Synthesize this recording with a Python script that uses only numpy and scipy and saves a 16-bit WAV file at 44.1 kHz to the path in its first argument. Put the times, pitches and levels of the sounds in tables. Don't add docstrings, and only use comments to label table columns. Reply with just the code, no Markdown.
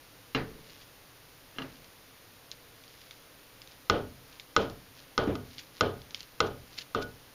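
import sys
import numpy as np
from scipy import signal
from scipy.fft import rfft, irfft
from scipy.io import wavfile

SR = 44100
rng = np.random.default_rng(int(sys.argv[2]) if len(sys.argv) > 2 else 0)


def transcribe(signal):
    frames = np.atleast_2d(signal).T
    limited = np.clip(frames, -1, 1)
    pcm = np.round(limited * 32767).astype(np.int16)
    wavfile.write(sys.argv[1], SR, pcm)


N = 323694
HIT_SIZE = 32768
TIME, AGE = np.arange(N) / SR, np.arange(HIT_SIZE) / SR

# (frequency [Hz], level [dB])
AIR_SPECTRUM = [(20, -9), (45, -5), (75, -11), (110, -2), (150, -6.5), (220, -13.5), (280, -4.5),
                (360, -12), (480, -7), (700, -12.5), (1200, -12.5), (2500, -14.5), (4500, -16.5),
                (6500, -20.5)]
# (time of the height [s], level [dB], time from height to 1/e [s])
SQUEEZES = [(.74, -57.5, 0.1), (1.76, -63, .07), (3.02, -61.5, 0.18), (3.72, -58.5, .035),
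            (4.327, -55.5, 0.037), (4.994, -53.5, 0.032), (5.573, -58, 0.092), (5.768, -53.5, 0.024),
            (6.19, -54, .04), (6.759, -56, 0.054)]
# (time at the thickest [s], level [dB], half the 1/e time [s])
CRUNCHES = [(0.821, -50, .006), (4.616, -44.5, 0.012), (5.238, -45, 0.0025), (5.593, -41.5, 0.0057),
            (6.47, -43, 0.0033), (6.787, -34.5, 0.0032), (6.817, -39, 0.0033), (7.026, -37.5, 0.0034)]
# (frequency [Hz], level [dB])
LEAF_SPECTRUM = [(200, -8), (1000, -14.5), (2000, -1.5), (3300, 1), (5000, 0.5), (6200, -6), (7500, -7.5)]
# (frequency [Hz], level [dB], t60 [s])
GRIND_MODES = [(1457, 0, .22)]
# (time [s], level [dB], boom level [dB])
KNOCKS = [(0.3481, -19.5, -24.5), (1.5615, -46, -49.5), (1.5843, -28.5, -35.5), (1.6189, -33, -40.5)]
# (time [s], level [dB])
BUMPS = [(5.2734, -21)]
# (frequency [Hz], level [dB], t60 [s])
BOARD_MODES = [(136, 2.5, 0.36), (264.8, 10, 0.25), (284, -9, 0.45), (407, -8, 0.072), (446, -4.5, 0.85),
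               (1220, 12.5, 0.03), (1660, 4, 0.064), (2130, 6, 0.039), (2780, 8, 0.067), (3070, 11, 0.029),
               (3420, 2, 0.044), (4060, 4, 0.052)]
# (frequency [Hz], level [dB], t60 [s])
THUD_MODES = [(205, 0, 0.034), (290, 0, 0.16), (543, -3, 0.019)]
# (frequency [Hz], level [dB])
CRACK_SPECTRUM = [(100, -24.5), (400, -4), (800, -19), (1300, 6.5), (2200, -14), (3000, 6.5), (3700, -19),
                  (5000, -6), (7500, -21)]
# (frequency [Hz], level [dB])
KNOCK_ECHO_SPECTRUM = [(25, 0), (70, -24), (135, -4), (200, -10), (290, 2), (450, -1), (650, -5.5),
                       (1000, -7), (1700, -8), (3000, -15), (4500, -21), (7500, -46)]
# (frequency [Hz], level [dB])
BUMP_ECHO_SPECTRUM = [(25, -18), (90, -1.5), (200, -12), (320, 3), (480, -1), (800, -10), (1500, -19.5),
                      (3500, -27.5), (7500, -60)]
# (frequency [Hz], level [dB])
WORKTOP_SPECTRUM = [(25, 0.5), (130, 3.5), (300, 1), (480, -4.5), (700, -17), (2000, -19.5), (5000, -37)]
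# (band centre [Hz], t60 [s])
ROOM_T60 = [(60, 0.63), (150, 0.75), (300, 0.29), (600, 0.26), (1300, .28), (3000, 0.19), (7000, 0.27)]
# (frequency [Hz], level [dB], t60 [s])
ROOM_MODES = [(74, 4.5, 0.25), (98, 7, 0.49), (130.5, 0.5, 0.77), (161, 2, 0.34), (199.9, 8.5, 0.31),
              (252.5, 2.5, 0.64), (283, -1, 0.53), (313.4, 5.5, 0.33)]
# (time [s], level [dB], pitch [Hz])
SNAPS = [(0.6973, -42, 2780), (1.8445, -42, 4470), (2.5155, -29, 4000), (2.8379, -42, 3500),
         (3.1096, -33.5, 2210), (3.6182, -36.5, 5100), (4.3978, -31, 2240), (4.699, -37, 4300),
         (5.583, -34, 4750), (6.018, -41.5, 3280), (6.108, -39.5, 3900), (6.146, -24.5, 3410),
         (6.2062, -32, 4560), (6.2304, -37.5, 4240), (6.7414, -43, 3650), (6.787, -26, 3150),
         (6.8102, -38, 2920)]
# (multiple of its pitch [ratio], level [dB], t60 [s])
STEM_PARTIALS = [(.64, -7.5, 0.0074), (1, 0.5, 0.0073), (1.35, -2, .006), (1.62, -3, 0.012)]
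# (time [s], handle clack [dB], blade click [dB], jug and room [dB])
SNIPS = [(3.899, -9.5, -20, -26.5), (4.565, -8.5, -19, -28), (5.179, -13, -24, -27),
         (5.3547, -30, -37.5, -45.5), (5.8097, -10.5, -21.5, -27.5), (6.4048, -11.5, -20.5, -29),
         (6.9487, -16.5, -35, -30.5)]
# (frequency [Hz], level [dB], t60 [s])
HANDLE_MODES = [(480, -18, 0.14), (836, -19.5, 0.039), (1242, -3, 0.04), (1474, -9.5, 0.051)]
# (frequency [Hz], level [dB], t60 [s])
BLADE_MODES = [(2067, -9, 0.038), (2800, -12, 0.025), (2680, -1, 0.0068), (3184, -2, 0.015),
               (3375, -3, 0.011), (4124, -2.5, 0.016), (4180, -14, 0.0091), (5380, -1.5, 0.0074),
               (5680, -4.5, 0.0077), (6570, -15, 0.011), (7350, -7.5, 0.006)]
# (frequency [Hz], level [dB], t60 [s])
CONTACT_MODES = [(3000, -2, 0.001), (5050, 0, 0.0009)]
# (frequency [Hz], level [dB], t60 [s])
JUG_MODES = [(410, -3, .33), (451, 0, .3), (577, -6, .33), (641, -10, .3), (705, -13, .4),
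             (807, -12.5, .35), (881, -13, .3), (1244, -7.5, .28), (1457, -7, .28), (2470, -26, .26),
             (3055, -15.5, .26), (3220, -24, .2), (3430, -25, .22), (4150, -25, .22), (4344, -21, .2)]
# (frequency [Hz], level [dB])
SNIP_ECHO_SPECTRUM = [(25, -6), (70, -1.5), (160, -9), (280, 1), (480, 4.5), (700, -4.5), (1000, -8),
                      (1300, -4), (1550, -11), (1800, -17), (2400, -18.5), (3200, -13), (4400, -24.5),
                      (6000, -33.5), (7500, -48)]
# (frequency [Hz], gain [dB])
MIC_RESPONSE = [(6000, 0), (7100, -1.5), (7400, -11.5), (7700, -19), (8000, -19), (8500, -15.5),
                (10000, -13), (15000, -16)]
# (frequency [Hz], level [dB])
HISS_SPECTRUM = [(7000, -50), (8050, -23), (8500, -5.5), (9300, -1), (11000, 0.5), (15500, -0.5)]

HANDLING_DB = -72.5
GRIND_S, GRIND_DB = 7.021, -35.5
WORKTOP_T60 = .9
STALK_DB, STALK_HZ = -44, 3900
HOLD_S = 0.19
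BOOM_DB = -7.5
TOP_HZ = 15500


def undb(db):
    return 10 ** (np.asarray(db) / 20)


def unit(x):
    return x / np.sqrt(np.mean(x ** 2))


def lookup(hz, points):
    f, value = np.transpose(points)
    return np.interp(np.log(np.maximum(hz, 1)), np.log(f), value)


def shape(x, points):
    hz = np.fft.rfftfreq(len(x), 1 / SR)
    return irfft(rfft(x) * undb(lookup(hz, points)), len(x))


def colour(x, points):
    return unit(shape(x, points))


def fade(t, t60):
    return np.exp(-np.log(1000) * t / t60)


def swell(rise_s):
    return 1 - np.exp(-AGE / rise_s)


def burst(points, t60):
    return colour(rng.standard_normal(HIT_SIZE), points) * fade(AGE, t60)


def ring(modes, detune, scatter_db):
    chance = rng.standard_normal((len(modes), 2))
    out = np.zeros(HIT_SIZE)
    for k, ((hz, db, t60), (level_chance, pitch_chance)) in enumerate(zip(modes, chance)):
        tone = np.sin(2 * np.pi * hz * (1 + detune * pitch_chance) * AGE)
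        out += (-1) ** k * undb(db + scatter_db * level_chance) * fade(AGE, t60) * tone
    return out


def waver(modes, depth, rate):
    knots = np.arange(64) / rate
    out = np.zeros(HIT_SIZE)
    for k, (hz, db, t60) in enumerate(modes):
        paths = np.interp(AGE, knots, rng.standard_normal(64) + 1j * rng.standard_normal(64))
        tone = np.imag((1 + depth * paths) * np.exp(2j * np.pi * hz * AGE))
        out += (-1) ** k * undb(db) * fade(AGE, t60) * tone
    return out


def room(points, hold_s, rise_s):
    spectrum = rfft(colour(rng.standard_normal(HIT_SIZE), points))
    hz = np.fft.rfftfreq(HIT_SIZE, 1 / SR)
    late = np.cbrt(AGE ** 3 + hold_s ** 3) - hold_s
    out = np.zeros(HIT_SIZE)
    for centre, t60 in ROOM_T60:
        share = lookup(hz, [(f, float(f == centre)) for f, _ in ROOM_T60])
        out += irfft(spectrum * share) * fade(late, t60)
    return out * swell(rise_s)


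def add(track, s, sound):
    start = int(s * SR)
    track[start:start + len(sound)] += sound[:N - start]


def kitchen_air():
    return undb(-54.5) * colour(rng.standard_normal(N), AIR_SPECTRUM)


def squeeze():
    return sum(undb(db) * np.exp(-((TIME - s) / width_s) ** 2) for s, db, width_s in SQUEEZES)


def crackle(per_s, spread_db):
    when, size = rng.random(N), rng.standard_normal(N)
    grain_db = spread_db * np.minimum(rng.exponential(size=N), 4)
    clicks = (when < per_s / SR) * np.sign(size) * undb(grain_db)
    return colour(clicks, LEAF_SPECTRUM)


def leaves():
    out = (undb(HANDLING_DB) + squeeze()) * crackle(per_s=300, spread_db=1.5)
    fractures = crackle(per_s=2200, spread_db=1.5)
    for s, db, half_s in CRUNCHES:
        out += undb(db) * np.exp(-abs(TIME - s) / (2 * half_s)) * fractures
    handles = ring(GRIND_MODES, detune=0.0019, scatter_db=1)
    add(out, GRIND_S, undb(GRIND_DB) * handles * swell(rise_s=0.0016))
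    return out


def knocks():
    out = np.zeros(N)
    for s, level_db, boom_db in KNOCKS:
        board = undb(level_db - 18.5) * waver(BOARD_MODES, depth=0.47, rate=54)
        crack = undb(level_db - 10.5) * burst(CRACK_SPECTRUM, t60=0.073)
        echoes = undb(boom_db - 6.5) * room(KNOCK_ECHO_SPECTRUM, hold_s=0.031, rise_s=0.00074)
        rumble = undb(boom_db - 14) * burst(WORKTOP_SPECTRUM, WORKTOP_T60) * swell(rise_s=0.012)
        add(out, s, (crack + board) * swell(rise_s=.0005) + echoes + rumble)
    return out


def stalks(count, spread_db, spread_octaves):
    effort = np.cumsum(squeeze())
    rows = []
    for when, size, pitch in rng.random((count, 3)):
        s = np.interp(when, effort / effort[-1], TIME)
        level_db = STALK_DB + spread_db * (2 * size - 1)
        hz = STALK_HZ * 2 ** (spread_octaves * (2 * pitch - 1))
        rows.append((s, level_db, hz))
    return rows


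def snaps():
    out = np.zeros(N)
    for s, level_db, hz in SNAPS + stalks(count=8, spread_db=2.5, spread_octaves=0.44):
        modes = [(hz * ratio, db, t60) for ratio, db, t60 in STEM_PARTIALS]
        stem = ring(modes, detune=.015, scatter_db=1.2)
        spray_envelope = undb(-1) * fade(AGE, t60=0.0062) + undb(-13) * fade(AGE, t60=0.13)
        spray = rng.standard_normal(HIT_SIZE) * spray_envelope
        add(out, s, undb(level_db) * (undb(-1) * stem + spray))
    return shape(out, LEAF_SPECTRUM)


def scissors():
    out = np.zeros(N)
    for s, clack_db, click_db, room_db in SNIPS:
        clack = undb(clack_db + .5) * ring(HANDLE_MODES, detune=.003, scatter_db=.4)
        click = undb(click_db + 2.0) * ring(BLADE_MODES, detune=0.0074, scatter_db=1.5)
        contact = undb(click_db + 10.0) * ring(CONTACT_MODES, detune=0.013, scatter_db=1.8)
        scatter = undb(click_db - 7.5) * burst(LEAF_SPECTRUM, t60=0.047)
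        rings = undb(room_db + 3.0) * waver(JUG_MODES, depth=0.45, rate=69.4) * swell(rise_s=0.025)
        boom_db = room_db + clack_db / 2 + BOOM_DB
        boom = undb(boom_db) * waver(ROOM_MODES, depth=0.35, rate=23.4) * swell(rise_s=0.019)
        hold_s = HOLD_S * undb(clack_db)
        echoes = undb(room_db - 2.0) * room(SNIP_ECHO_SPECTRUM, hold_s, rise_s=0.00074)
        add(out, s - .0007, clack + click + contact + scatter + rings + boom + echoes)
    return out


def jug_bumps():
    out = np.zeros(N)
    for s, level_db in BUMPS:
        thud = undb(level_db - 3.5) * waver(THUD_MODES, depth=0.17, rate=44)
        crack = undb(level_db - 26) * burst(CRACK_SPECTRUM, t60=.04)
        boom = undb(level_db - 18.5) * waver(ROOM_MODES, depth=0.34, rate=21.5) * swell(rise_s=0.0092)
        echoes = undb(level_db - 9.5) * room(BUMP_ECHO_SPECTRUM, hold_s=0.035, rise_s=0.0017)
        add(out, s, thud + crack + boom + echoes)
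    return out


def scene():
    return (kitchen_air() + leaves() + knocks() + snaps() + scissors() + jug_bumps())[None]


def record(dry):
    hiss = undb(-60.5) * colour(rng.standard_normal(N), HISS_SPECTRUM)
    heard = shape(dry[0], MIC_RESPONSE) + hiss
    low_pass = signal.ellip(10, .2, 70, TOP_HZ, fs=SR, output="sos")
    return signal.sosfilt(low_pass, heard)[None]


dry = scene()
out = record(dry)
transcribe(out)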